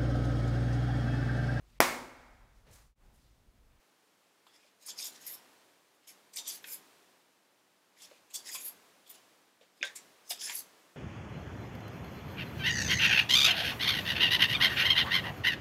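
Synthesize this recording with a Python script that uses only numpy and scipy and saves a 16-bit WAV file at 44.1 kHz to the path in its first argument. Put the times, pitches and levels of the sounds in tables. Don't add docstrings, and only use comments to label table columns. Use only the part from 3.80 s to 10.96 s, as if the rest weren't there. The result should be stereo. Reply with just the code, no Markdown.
import sys
import numpy as np
from scipy import signal
from scipy.fft import rfft, irfft, next_fast_len
from scipy.io import wavfile
from scipy.ndimage import uniform_filter1d

SR = 44100
rng = np.random.default_rng(int(sys.argv[2]) if len(sys.argv) > 2 else 0)


def elevation(decibels):
    levels = np.asarray(decibels, float)
    return 10 ** (levels / 20)


def digitize_waveform(pressure):
    field = np.atleast_2d(pressure).T
    bounded = np.clip(field, -1, 1)
    quanta = np.round(bounded * 32767).astype(np.int16)
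    wavfile.write(sys.argv[1], SR, quanta)


N = 315742

# low_hz, high_hz
RUSTLE_BANDS = [
    (1500, 4100),
    (4500, 7500),
    (7500, 11000),
    (11000, 15900),
    (420, 1100),
]
# start_s, hold_s, scrape_db, body_over_scrape_db, air_over_scrape_db
CATCHES = [(0.671, .005, -74, 9.5, -7), (1.066, 0.0048, -53.5, -16, 0), (1.468, .016, -53.5, -4, 8),
           (1.544, .002, -56.5, -8, -3), (2.275, .03, -59, -4.5, -3.5), (2.535, 0.0057, -55, -8, -10),
           (2.564, 0.021, -42.5, -5, -8), (2.677, .025, -42, -8.5, -7), (2.844, .006, -63.5, 8.5, -14),
           (4.506, 0.0057, -62, -2, -6), (4.543, .018, -42, -9, -5.5), (4.753, .004, -44.5, -2, -2),
           (5.296, .012, -62.5, 0, 9.5), (5.343, .008, -61.5, -1.5, -10), (5.811, 0.018, -80, 12, -12),
           (6.033, .004, -51.5, 12, -45), (6.051, .002, -49, 3.5, -14.5), (6.158, .006, -50.5, -5, -5.5),
           (6.497, .006, -49, -20, 5), (6.506, .004, -39.5, -1.5, -3), (6.595, .01, -51.5, -9, -21)]
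# start_s, hold_s, scrape_db, body_over_scrape_db, air_over_scrape_db
DRAGS = [(0.743, .025, -68.5, -0.5, -16), (0.803, 0.082, -76.5, 4.5, -15), (1.03, .004, -63.5, -2.5, -6),
         (1.09, 0.013, -45, -7.5, -15), (1.195, 0.073, -44.5, -7, -11.5), (1.328, .04, -61, -1.5, -11),
         (1.415, 0.043, -61, -2, -5), (2.244, 0.0038, -77.5, 6, -15), (2.664, 0.0077, -50, -2, -23),
         (4.186, .02, -68, 4, -10), (4.226, 0.023, -55.5, -5, -9.5), (4.307, 0.066, -73.5, 4.5, -15),
         (4.674, 0.022, -46.5, -4.5, -12.5), (4.734, .01, -45.5, -8, -1.5), (5.28, .01, -67.5, 5.5, -1),
         (5.975, 0.021, -75, 1, -8), (6.074, .02, -73, 15, -25), (6.476, .015, -61, -11, -13),
         (6.619, 0.054, -42.5, -9, -15), (6.69, 0.029, -46.5, 0.5, -13)]
# start_s, hold_s, scrape_db, body_over_scrape_db, air_over_scrape_db
SWISHES = [
    (1.26, .016, -55, -8, 7.5),
    (1.498, 0.043, -63.5, 2.5, 14.5),
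    (2.15, .004, -85, -5, 3),
    (2.739, .02, -53, -4.5, 1),
    (2.885, .02, -58, -1, 4.5),
    (2.924, .02, -54.5, -4, 10),
    (4.802, .01, -53, -7, -1),
    (4.853, 0.033, -58.5, -2, 15),
    (6.752, .04, -49.5, -9, 6),
]
# rise_db_per_s, fall_db_per_s, sheen_over_scrape_db
CATCH_SHAPE = (2800, 396, -1.1)
DRAG_SHAPE = (530, 480, -3)
SWISH_SHAPE = (350, 410, -1)
BODY_LINGER, SHEEN_LINGER, AIR_LINGER = 1.27, 0.81, 0.64
SHEEN_SHARE = 0.41
SETTLE_DB, SETTLE_DB_PER_S = -31, 108
PUFF_DB = -18.5

# start_s, pitch_hz, over_scrape_db
SHEET_BENDS = [(0.76, 5400, 8), (1.105, 12500, 10), (1.113, 3400, 18.5), (1.176, 5200, 14),
               (1.184, 6550, 11), (1.191, 8270, 11.5), (1.196, 9700, 17), (1.199, 12500, 19),
               (1.454, 12600, 10), (1.457, 5430, 12), (1.536, 5400, 19), (2.306, 2330, 9),
               (2.55, 8500, 11.5), (2.553, 13400, 21), (2.593, 5940, 10), (2.597, 3630, 19.5),
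               (2.611, 7240, 12), (2.674, 12600, 15), (2.737, 10160, 14), (2.744, 13440, 16),
               (4.536, 13800, 14), (4.721, 5000, 9), (4.767, 2490, 6.5), (4.82, 11000, 12),
               (5.289, 13900, 17), (6.043, 1670, 15.5), (6.156, 7200, 7), (6.49, 5460, 8), (6.584, 5150, 9),
               (6.64, 10000, 16)]
# start_s, pitch_hz, over_scrape_db
MORE_BENDS = [(1.07, 9200, 9), (1.21, 3670, 8), (1.24, 5100, 3), (1.38, 5460, 5), (2.575, 2390, 10),
              (4.55, 3400, 12.5), (4.66, 5200, 2), (6.06, 3710, 10.5), (6.08, 1740, 14), (6.465, 6140, 11),
              (6.64, 5200, 3.5), (6.7, 2100, 0), (2.845, 1500, 8.5)]
# pitch_hz, over_scrape_db
PAGE_MODES = [(2420, 5), (3400, 8.5), (5150, 7.5), (5950, 4), (6600, 5.5), (7300, 4.5), (8200, 2.5),
              (10000, 5.5), (11250, 3.5), (12800, 9.5), (13900, 6), (14700, 6)]
BEND_WIDTH_HZ, BEND_RISE_S, BEND_FALL_S, BEND_LEAD_S = 240, 0.022, 0.061, 0.03
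PAGE_SCATTER_DB, STRAY_DB, LIFT_DB = 2.5, 4, 6

# start_s, peak_db, pitch_hz, t60_s
FLICKS = [(0.6669, -55, 3640, 0.033), (1.0344, -48, 7170, 0.03), (1.063, -25, 9300, 0.038),
          (1.0879, -21.5, 5460, 0.028), (1.1872, -22, 5140, 0.056), (1.2014, -22, 5070, 0.03),
          (1.4671, -43, 11100, 0.03), (1.5434, -29, 9600, 0.037), (2.2747, -43, 6320, 0.03),
          (2.5361, -43, 4640, 0.03), (2.5591, -23, 8380, 0.025), (2.5716, -18.5, 5300, 0.023),
          (2.5864, -26, 3660, 0.023), (2.6768, -23, 8400, 0.059), (2.6894, -27, 6540, 0.03),
          (2.8414, -25, 2370, 0.03), (4.5101, -42, 3150, 0.049), (4.5446, -29, 7480, 0.03),
          (4.5516, -29, 7150, 0.03), (4.7494, -33, 4750, 0.026), (5.8112, -47, 3120, 0.03),
          (6.0534, -28, 1740, 0.022), (6.1584, -27, 7900, 0.1), (6.5076, -20, 3700, 0.019),
          (6.5214, -25, 2410, 0.023), (6.5939, -34, 5100, 0.03), (6.6149, -26, 3400, 0.03),
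          (6.634, -26, 10100, 0.1), (6.658, -22, 9900, 0.1), (6.6957, -18, 2300, 0.034)]
# start_s, peak_db, pitch_hz, t60_s
TAPS = [(0.667, -49, 1010, 0.058), (0.845, -56.5, 577, 0.096), (1.084, -46, 1040, 0.07),
        (2.306, -63, 937, 0.076), (2.375, -49, 540, 0.053), (2.6, -47, 940, 0.13),
        (4.313, -43.5, 560, 0.084), (4.749, -39.5, 1034, 0.19), (5.811, -51, 506, 0.1),
        (6.008, -44.5, 313, 0.082), (6.027, -40.5, 565, 0.25), (6.509, -37, 700, 0.14),
        (6.697, -39, 964, 0.12)]
TAP_DB = -4.5
# start_s, peak_db, pitch_hz, t60_s
COVER_MODES = [
    (6.0128, -38.5, 2480, 0.029),
    (6.019, -43, 3620, 0.046),
    (6.0305, -23, 1566, 0.052),
    (6.0286, -38, 3430, 0.02),
    (6.0282, -31, 5130, 0.0089),
    (6.0286, -31, 6580, 0.023),
    (6.0302, -32, 5870, 0.0095),
    (6.0366, -29, 1730, 0.025),
]
# start_s, peak_db, pitch_hz, half_length_s
CRACK = (6.02925, -14.3, 2300, .0004)

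# time_s, left_minus_right_db
SWAY = [(0.0, 0.0), (1.65, 2), (2.0, 2), (2.3, 2.5), (3.0, 0.5), (3.6, 3), (4.6, 2), (5.3, 2.5), (5.7, 0.5),
        (7.16, 1.5)]
ROOM_T60_S, ROOM_DB = 0.17, -9.5

# frequency_hz, density_db
HISS_SPECTRUM = [(15, -63), (25, -42), (70, -20.5), (107, -12), (165, -8.5), (189, -2), (228, -5.5),
                 (284, -1), (316, -1), (1090, -3.5), (1390, -6), (1510, -5.5), (15800, -16.5)]
HISS_DB = -69.5
GATE_OPEN_DB, GATE_RANGE_DB, GATE_SLOPE = -63.5, 9, 0.49
GATE_RISE_PER_S, GATE_FALL_DB_PER_S = 46, 15.5
TREBLE_LEFT_DB, TOP_HZ = 1, 15800


def rustle():
    t = np.arange(-4000, 12000) / SR
    slips = rng.standard_normal(N)
    rush_db = 1.36 * rng.exponential(size=N) + 3.06 * flutter(200)
    sheets = bent_sheets(unit(slips * elevation(rush_db)))
    parts = np.array([band(sheets, lo, hi) for lo, hi in RUSTLE_BANDS])
    parts = parts / np.sqrt(uniform_filter1d(parts ** 2, size=2205, axis=1))
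    power = np.zeros((len(RUSTLE_BANDS), N))
    lingers = (BODY_LINGER, 1, SHEEN_LINGER, AIR_LINGER, BODY_LINGER)
    kinds = ((CATCH_SHAPE, CATCHES), (DRAG_SHAPE, DRAGS), (SWISH_SHAPE, SWISHES))
    for (rise, fall, sheen), strokes in kinds:
        for start_s, hold_s, scrape_db, body, air in strokes:
            after = (t - hold_s).clip(0)
            swell_db = scrape_db + rise * t.clip(max=0)
            settling = elevation(SETTLE_DB - SETTLE_DB_PER_S * after)
            over_scrape = (body, 0, sheen + SHEEN_SHARE * air, air, body + PUFF_DB)
            for row, over_db, linger in zip(power, over_scrape, lingers):
                envelope = elevation(swell_db + over_db) * (elevation(-fall * after / linger) + settling)
                add(row, start_s + t[0], envelope ** 2)
    return np.sum(parts * np.sqrt(power), axis=0)


def bent_sheets(slips):
    usual, stray = [], []
    for start_s, hold_s, *_ in [*CATCHES, *DRAGS, *SWISHES]:
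        lead_s = start_s - BEND_LEAD_S
        page_chances, stray_chances = rng.random((2, 5, 3))
        for when, which, level in page_chances[:2]:
            hz, db = PAGE_MODES[int(which * len(PAGE_MODES))]
            usual.append((lead_s + hold_s * when, hz, db + PAGE_SCATTER_DB * (2 * level - 1)))
        for when, pitch, level in stray_chances:
            stray.append((lead_s + (hold_s + 0.06) * when, 1545 + 13400 * pitch, STRAY_DB * level))
    t = np.arange(-4000, 8000) / SR
    bend = np.exp(-np.where(t < 0, t / BEND_RISE_S, t / BEND_FALL_S) ** 2)
    clumps = slips * unit(elevation(2.8 * flutter(70)))
    out = band(slips, 2300, 13000, order=1)
    for start_s, hz, db in [*SHEET_BENDS, *MORE_BENDS, *usual, *stray]:
        pick = rng.integers(N - len(t))
        drive = bend * clumps[pick:pick + len(t)]
        b, a = signal.iirpeak(hz, hz / BEND_WIDTH_HZ, SR)
        add(out, start_s + t[0], elevation(db + LIFT_DB) * signal.lfilter(b, a, drive))
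    return out


def edge_flicks():
    out = np.zeros(N)
    for start_s, db, hz, t60 in FLICKS:
        add(out, start_s, elevation(db - 10.5) * ring_cluster(hz, t60, 900 / hz))
    return out


def block_taps():
    out = np.zeros(N)
    for start_s, db, hz, t60 in TAPS:
        tick = 0.6 * ring_cluster(2100, 0.012, 0.7)
        tone = 0.8 * ring(hz, t60 / 2)
        thud = 0.6 * ring_cluster(hz, t60, 0.25)
        add(out, start_s, elevation(db + TAP_DB) * (tone + thud + tick))
    return out


def cover_snap():
    ringing = np.zeros(N)
    for start_s, db, hz, t60 in COVER_MODES:
        add(ringing, start_s, elevation(db) * ring(hz, t60))
    start_s, db, hz, half_length_s = CRACK
    t = np.arange(N) / SR - start_s
    crack = elevation(db) * np.cos(2 * np.pi * hz * t) * np.exp(-(t / half_length_s) ** 2)
    crack = shaped(crack, lambda f: 1 / (1 + (1350 / f) ** 8))
    return band(ringing, 1760, 6550) + crack


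def room(book):
    t = np.arange(16384) / SR
    tail = rng.standard_normal((2, len(t))) * elevation(-60 * t / ROOM_T60_S)
    tail = elevation(ROOM_DB) * unit(tail * (t > 0.004))
    scatter = rng.standard_normal((2, len(t))) * elevation(-60 * t / 0.012)
    scatter = elevation(-11.5) * unit(band(scatter, 10500, 21500, order=1))
    return signal.fftconvolve(book, (tail + scatter) / np.sqrt(len(t)), axes=1)[:, :N]


def hiss():
    hz, db = np.transpose(HISS_SPECTRUM)

    def spectrum(f):
        return elevation(np.interp(np.log(f), np.log(hz), db)) / (1 + (f / 19000) ** 2)

    mid, side = shaped(rng.standard_normal((2, N)), spectrum)
    return elevation(HISS_DB) * (unit(mid) + elevation(-2.0) * unit(side) * np.array([[1], [-1]]))


def gate_opening(want_db, rise, fall):
    sunk = fall * np.arange(len(want_db))
    held_db = np.maximum.accumulate(want_db + sunk) - sunk
    return signal.lfilter([rise], [1, rise - 1], held_db)


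def unit(x):
    return x / np.sqrt(np.mean(x ** 2))


def band(x, lo_hz, hi_hz, order=4):
    return signal.sosfilt(signal.butter(order, [lo_hz, hi_hz], "bandpass", fs=SR, output="sos"), x)


def shaped(x, gain):
    size = next_fast_len(N)
    f = np.fft.rfftfreq(size, 1 / SR) + 1
    return irfft(rfft(x, size) * gain(f), size)[..., :N]


def flutter(rate_hz):
    k = int(SR / rate_hz)
    return uniform_filter1d(np.repeat(rng.standard_normal(N // k + 1), k), k)[:N]


def ring(hz, t60):
    t = np.arange(4096) / SR
    return decayed(np.sin(2 * np.pi * hz * t) * np.minimum(t * hz * 2, 1), t60)


def ring_cluster(hz, t60, spread):
    burst = rng.standard_normal(4096)
    return decayed(band(burst, hz / (1 + spread), min(hz * (1 + spread), 16000), order=2), t60)


def decayed(wave, t60):
    wave = wave * elevation(-60 * np.arange(len(wave)) / SR / t60)
    return wave / np.abs(wave).max()


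def add(out, start_s, wave):
    i = int(start_s * SR)
    out[i:i + len(wave)] += wave[:N - i]


def scene():
    sway_db = np.interp(np.arange(N) / SR, *np.transpose(SWAY))
    book = rustle() + edge_flicks() + block_taps() + cover_snap()
    book = band(book, 170, 18000, order=2) * elevation(np.array([sway_db, -sway_db]) / 2)
    book = book + room(book)
    power = uniform_filter1d(np.mean(book ** 2, axis=0), size=441)
    level_db = 10 * np.log10(power.clip(1e-14))
    want_db = np.clip(GATE_SLOPE * (level_db - GATE_OPEN_DB), 0, GATE_RANGE_DB)
    gate_db = gate_opening(want_db, GATE_RISE_PER_S / SR, GATE_FALL_DB_PER_S / SR)
    return book + hiss() * elevation(gate_db)


def low_pass(x):
    return signal.sosfilt(signal.butter(12, 15990, fs=SR, output="sos"), x)


def record(dry):
    def response(f):
        tilt_db = TREBLE_LEFT_DB * np.array([[0.5], [-0.5]]) / (1 + (10000 / f) ** 4)
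        return elevation(tilt_db) / (1 + (f / TOP_HZ) ** 120)

    mix = shaped(dry, response)
    return low_pass(mix)


dry = scene()
out = record(dry)
digitize_waveform(out)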